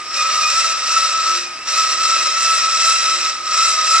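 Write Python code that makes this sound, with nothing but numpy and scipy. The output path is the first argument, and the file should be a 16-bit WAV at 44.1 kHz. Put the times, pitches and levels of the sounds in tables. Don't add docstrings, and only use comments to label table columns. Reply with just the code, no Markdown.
import sys
import numpy as np
from scipy import signal
from scipy.fft import rfft, irfft, next_fast_len
from scipy.io import wavfile
from scipy.ndimage import uniform_filter1d, minimum_filter1d

SR = 44100
rng = np.random.default_rng(int(sys.argv[2]) if len(sys.argv) > 2 else 0)


def persist_wave(psi):
    counts = np.round(np.clip(psi, -1, 1) * 32767).astype(np.int16)
    wavfile.write(sys.argv[1], SR, np.atleast_2d(counts).T)


N = 176400


def amp(db):
    return 10 ** (np.asarray(db) / 20)


def unit(x):
    return x / np.sqrt(np.mean(abs(x) ** 2) + 1e-20)


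def curve(points):
    return np.interp(np.arange(N) / SR, *np.transpose(points))


def at_hz(points, hz):
    knots_hz, value = np.transpose(points)
    return np.interp(np.log(hz + 1), np.log(knots_hz), value)


def bins_hz():
    return np.fft.rfftfreq(next_fast_len(N + SR // 10), 1 / SR)


def colour(x, gain):
    size = next_fast_len(N + SR // 10)
    return irfft(rfft(x, size) * gain, size)[..., :N]


def drift(rate_hz):
    return unit(colour(rng.standard_normal(N), 1 / (1 + (bins_hz() / rate_hz) ** 4)))


def ripple(hz, spacing_hz):
    knots_hz = np.arange(0, SR, spacing_hz)
    return np.interp(hz, knots_hz, rng.standard_normal(SR)[:len(knots_hz)])


def swell(centre_s, length_s):
    return .5 ** ((2 * (np.arange(N) / SR - centre_s) / length_s) ** 2)


def wavering_phase(hz, waver_hz, rate_hz):
    return 2 * np.pi * np.cumsum(hz + waver_hz * drift(rate_hz)) / SR


def tone(hz, waver_hz, rate_hz, flutter_db):
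    phase = wavering_phase(hz, waver_hz, rate_hz)
    return unit(np.sin(phase) * amp(flutter_db * drift(rate_hz)))


# frequency in Hz, left-right coherence (1 = alike).
COHERENCE = [(50, 0.98), (1300, 0.87), (2500, 0.8), (4000, 0.99), (5500, 1), (8000, 0.17), (15000, .3)]

def spread(pair):
    coherence = np.clip(at_hz(COHERENCE, bins_hz()), -1, 1)
    right = colour(pair[0], coherence) + colour(pair[1], np.sqrt(1 - coherence ** 2))
    return np.array([pair[0], right])


# frequency in Hz, the room's 60 dB decay time in seconds.
ROOM_T60_S = [(100, 0.14), (1500, 0.87), (6000, 0.38), (15000, 0.072)]

def room(x, low_wet_db=-13, high_wet_db=-1):
    hz, t, noise = signal.stft(rng.standard_normal((2, SR // 2)), SR, nperseg=256)
    decay = amp(-60 * t / at_hz(ROOM_T60_S, hz)[:, None])
    tail = signal.istft(noise * decay, SR, nperseg=256)[1]
    wet = signal.fftconvolve(x[None], tail / np.linalg.norm(tail[0]), axes=1)[:, :N]
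    share = amp(at_hz([(1400, low_wet_db), (4500, high_wet_db)], bins_hz()))
    return colour(x + colour(wet, share), 1 / np.sqrt(1 + share ** 2))


# frequency in Hz, relative density in dB.
RUMBLE_SPECTRUM_DB = [(25, -7), (45, -11), (75, -5), (150, -7), (300, -1.5), (600, 0), (1100, 3),
                      (2000, 7.5), (3200, 1.5), (5500, -9.5), (8000, -5), (12000, -31)]

def rumble(level_db=-36.5):
    noise = spread(rng.standard_normal((2, N)))
    return amp(level_db) * unit(colour(noise, amp(at_hz(RUMBLE_SPECTRUM_DB, bins_hz()))))


# time in seconds, relative level in dB.
HUM_DB = [(0.0, -57), (0.5, -62), (1.22, -56.5), (1.38, -43.5), (1.56, -61), (2.29, -48.5), (2.33, -57.5),
          (3.0, -59), (3.02, -52), (3.22, -48), (3.32, -60), (4.0, -51.5)]
# start in seconds, length in seconds, first and last pitch in Hz, level in dB.
WHINES = [(0.022, 0.22, 5110, 5195, -32.5), (1.424, 0.29, 4975, 5170, -39), (1.549, 0.11, 2580, 2695, -39),
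          (3.33, 0.16, 4990, 5080, -46)]

def motor(hum_db=2.5, drone_db=-66):
    t = np.arange(N) / SR
    out = tone(350, waver_hz=2.6, rate_hz=14.5, flutter_db=0.5) * amp(curve(HUM_DB) + hum_db)
    out += tone(69, waver_hz=2.47, rate_hz=7.5, flutter_db=6.5) * amp(drone_db)
    for start_s, length_s, from_hz, to_hz, db in WHINES:
        progress = np.clip((t - start_s) / length_s, 0, 1)
        whine = tone(from_hz + (to_hz - from_hz) * progress, waver_hz=6, rate_hz=50, flutter_db=1)
        out += whine * amp(db) * np.sqrt(4 * progress * (1 - progress))
    return out


# time in seconds, pitch in Hz.
RING_HZ = [(.45, 1241), (.75, 1235), (1.0, 1263), (1.95, 1256), (2.28, 1270), (3.1, 1278), (3.35, 1248),
           (3.55, 1262)]
# time in seconds, relative level in dB.
RING_DB = [(0, -29), (.16, -35.5), (.195, -13), (.24, -22), (.45, -21.5), (.6, -30), (.8, -32.5),
           (.97, -27), (1.34, -23.5), (1.4, -30), (1.6, -32.5), (1.78, -27.5), (2.27, -23.5), (2.4, -32.5),
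           (3.2, -30.5), (3.36, -32.5), (3.55, -18), (3.66, -32), (3.78, -14), (4, -29)]
# centre in seconds, length in seconds, pitch in Hz, level in dB.
MODE_FLARES = [(.19, .07, 565, -42), (.205, .07, 2482, -27), (.46, .08, 2480, -23.5), (.57, .12, 5340, -31),
               (1.46, .08, 2472, -35.5), (1.75, .11, 4172, -32), (2.85, .2, 5305, -30)]

def pipe_rings(low_mode_db=-2.5):
    out = tone(curve(RING_HZ), waver_hz=6, rate_hz=30, flutter_db=2.5)
    out *= amp(curve(RING_DB) + low_mode_db)
    for centre_s, length_s, hz, db in MODE_FLARES:
        ring = tone(hz, waver_hz=9, rate_hz=40, flutter_db=2.5)
        out += ring * swell(centre_s, length_s) * amp(db)
    return out


def friction(chips_per_s=1500, chips_db=-11, chip_spread_db=7.5, grit_db=0.77, flutter_db=1.17):
    sizes = amp(chip_spread_db * np.minimum(rng.exponential(1, N), 4.5))
    snaps = rng.random(N) < chips_per_s / SR
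    chips = unit(sizes * snaps * rng.choice([-1, 1], (2, N)))
    rub = unit(rng.standard_normal((2, N)) * amp(grit_db * drift(300)))
    return spread(unit(rub + amp(chips_db) * chips)) * amp(flutter_db * drift(41))


# frequency in Hz, relative density in dB.
HISS_SPECTRUM_DB = [(300, -27.5), (600, -27.5), (1000, -10.5), (1500, -4), (2200, -4), (3000, -8.5),
                    (3700, -5.5), (4600, -2.5), (5300, 3.5), (5900, 3), (6800, -11), (7800, -12),
                    (8400, -17.5), (9200, -19), (9700, -28), (10700, -27.5), (11500, -35.5), (15500, -46.5)]
# centre in Hz, half-width in Hz, relative level in dB, 1 if shrill under pressure.
STEEL_MODES = [(568, 59, -24, 0), (655, 21, -26, 0), (1177, 26, -19, 0), (1345, 9.8, -7.5, 1),
               (1908, 15, -16, 0), (2076, 95, -13, 1), (2497, 11.4, -14, 0), (2550, 23, -25, 0),
               (2747, 140, -15, 0), (3250, 120, -14.5, 1), (3753, 130, -13, 0), (3956, 43, -9.5, 1),
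               (4207, 61, -15.5, 0), (4960, 9.3, -23, 0), (5320, 13, -7.5, 1), (6630, 66, -12.5, 1),
               (7456, 40, -19, 0), (7560, 65, -22, 0), (7920, 16, -16.5, 1)]

def steel_response(hz):
    ripple_db = ripple(hz, spacing_hz=45) * at_hz([(1000, 0.32), (8000, 3.2), (12000, 4.8)], hz)
    hiss_power = unit(amp(at_hz(HISS_SPECTRUM_DB, hz) + ripple_db)) ** 2
    shrill_power = np.zeros_like(hz)
    for centre_hz, half_width_hz, db, is_shrill in STEEL_MODES:
        peak = amp(db) * unit(1 / (1 + ((hz - centre_hz) / half_width_hz) ** 2))
        if is_shrill:
            shrill_power += peak ** 2
        else:
            hiss_power += peak ** 2
    return np.sqrt(hiss_power), np.sqrt(shrill_power)


# time in seconds, relative level in dB.
BITE_DB = [(0, -39.5), (.11, -36), (.135, -27), (.19, -24.5), (.31, -26), (.5, -23.5), (.61, -23),
           (.82, -28.5), (.91, -23), (1.05, -24.5), (1.1, -26.5), (1.36, -25), (1.43, -30.5), (1.5, -39.5),
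           (1.66, -38.5), (1.68, -25.5), (1.8, -21.5), (1.87, -27.5), (1.94, -25), (1.96, -28),
           (2.04, -22.5), (2.35, -27.5), (2.42, -21.5), (2.53, -23.5), (2.68, -25.5), (2.87, -22),
           (3.12, -25.5), (3.3, -26.5), (3.34, -32.5), (3.42, -36), (3.54, -24), (3.66, -20.5), (3.83, -26),
           (3.9, -21.5), (4, -22.5)]
# time in seconds, relative level in dB.
SHRILL_DB = [(0, -10), (.4, -19), (.6, -2), (.78, -9.5), (.98, -2), (1.25, -6), (1.6, -12), (1.8, -6.5),
             (1.95, -6), (2.12, -3.5), (2.28, 0.5), (2.45, -4), (2.9, -0.5), (3.2, -1.5), (3.4, -7),
             (3.62, -1), (3.78, -6), (4, 2)]
# centre in seconds, length in seconds, nominal boost in dB.
TREBLE_RASPS = [(0.603, 0.15, 0.5), (1.815, 0.064, 2), (2.538, 0.14, 3.5), (2.9, 0.092, 3.5),
                (3.675, 0.078, 3), (3.953, .09, 2.5)]

def grinding(level_db=4.0, shrill_trim_db=-0.5, flicker_db=1.17, brighten=0.45, steadiness=0.75):
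    hz, bite_db = bins_hz(), curve(BITE_DB)
    excess_db = bite_db - np.median(bite_db)
    force = friction()
    hiss_gain, shrill_gain = steel_response(hz)
    hiss = colour(force, hiss_gain)
    top = colour(hiss, at_hz([(6200, 0.093), (7800, 0.9)], hz))
    rasp_db = sum(db * swell(centre_s, length_s) for centre_s, length_s, db in TREBLE_RASPS)
    rasp_db *= 1 + 0.42 * drift(150)
    hiss += top * (amp(brighten * excess_db + rasp_db + flicker_db * drift(24)) - 1)
    body = colour(hiss, at_hz([(3500, 0.94), (6500, 0)], hz))
    hiss += body * (amp(-steadiness * np.maximum(excess_db, 0)) - 1)
    singing = colour(spread(rng.standard_normal((2, N))), shrill_gain)
    singing *= amp(curve(SHRILL_DB) + shrill_trim_db)
    return (hiss + singing) * amp(bite_db + level_db)


# time in seconds, pitch in Hz.
CHATTER_PITCH_HZ = [(0, 1296), (.3, 1302), (.38, 1287), (.6, 1315), (.84, 1288), (.9, 1303), (1.4, 1299),
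                    (1.75, 1306), (1.97, 1287), (2.12, 1320), (2.27, 1277), (2.33, 1308), (2.46, 1315),
                    (2.7, 1294), (2.8, 1316), (3.42, 1287), (3.62, 1304), (3.78, 1299), (4, 1304)]
# centre in seconds, length in seconds, relative level in dB.
CHATTER_SURGES = [(0.276, 0.055, -17.5), (0.581, 0.02, -14.5), (.65, 0.021, -19), (.919, 0.021, -21.5),
                  (0.973, 0.02, -15.5), (1.045, .035, -19), (1.158, 0.052, -19.5), (1.315, 0.088, -17.5),
                  (1.81, 0.1, -20), (2.027, 0.073, -20.5), (2.147, 0.051, -19), (2.402, 0.075, -24.5),
                  (2.508, 0.091, -19), (2.655, 0.066, -18.5), (2.752, 0.046, -18.5), (2.883, 0.039, -15.5),
                  (3.119, 0.091, -20.5), (3.258, 0.052, -23.5), (3.602, .07, -16), (3.959, .08, -14)]
HARMONICS_DB = [-5.5, -10, -7, -20, -13]

def chatter(steady_db=-1.0, surge_db=1.0, flutter_db=2, harmonic_flutter_db=3, turn_hz=43.7):
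    phase = wavering_phase(curve(CHATTER_PITCH_HZ), waver_hz=8, rate_hz=45)
    wobble = 1 + 0.068 * np.sin(wavering_phase(turn_hz, waver_hz=6, rate_hz=9.7))
    bite_db = curve(BITE_DB)
    surges = sum(amp(db + surge_db) * swell(centre_s, length_s)
                 for centre_s, length_s, db in CHATTER_SURGES)
    squeal = unit(np.sin(phase) * amp(flutter_db * drift(25)))
    squeal *= np.hypot(amp(bite_db + steady_db), surges)
    harmonics = sum(amp(db) * unit(np.sin(k * phase) * amp(harmonic_flutter_db * drift(52)))
                    for k, db in enumerate(HARMONICS_DB, start=2))
    return (squeal + harmonics * amp(bite_db + curve(SHRILL_DB) / 2)) * wobble


def scene():
    return grinding() + rumble() + room(chatter() + pipe_rings() + motor())


# frequency in Hz, left minus right in dB.
BALANCE_DB = [(50, -2.5), (1300, 0.06), (4500, -1.3), (5300, 3), (6100, -1), (7000, -11.5), (7700, -12),
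              (9200, -14.5), (11000, -11), (15000, -6.5)]
# frequency in Hz, lead of the left side in radians.
LEFT_LEAD_RAD = [(50, 0.14), (1300, -0.06), (2400, -0.46), (4900, -1.73), (5500, -1.57), (7500, -2.5),
                 (9000, -1.8), (15000, -0.5)]

def record(dry, ceiling=0.94, cutoff_hz=15720):
    hz = bins_hz()
    left_gain = amp(at_hz(BALANCE_DB, hz) / 2) * np.exp(.5j * at_hz(LEFT_LEAD_RAD, hz))
    heard = colour(dry, np.array([left_gain, 1 / left_gain]))
    limiter_gain = 1 / (1 + (abs(heard).max(0) / ceiling) ** 4) ** .25
    heard *= uniform_filter1d(minimum_filter1d(limiter_gain, size=90), size=90)
    lowpass = signal.firwin(511, cutoff_hz, window=("kaiser", 9), fs=SR)
    return signal.oaconvolve(heard, lowpass[None], "same")


dry = scene()
out = record(dry)
persist_wave(out)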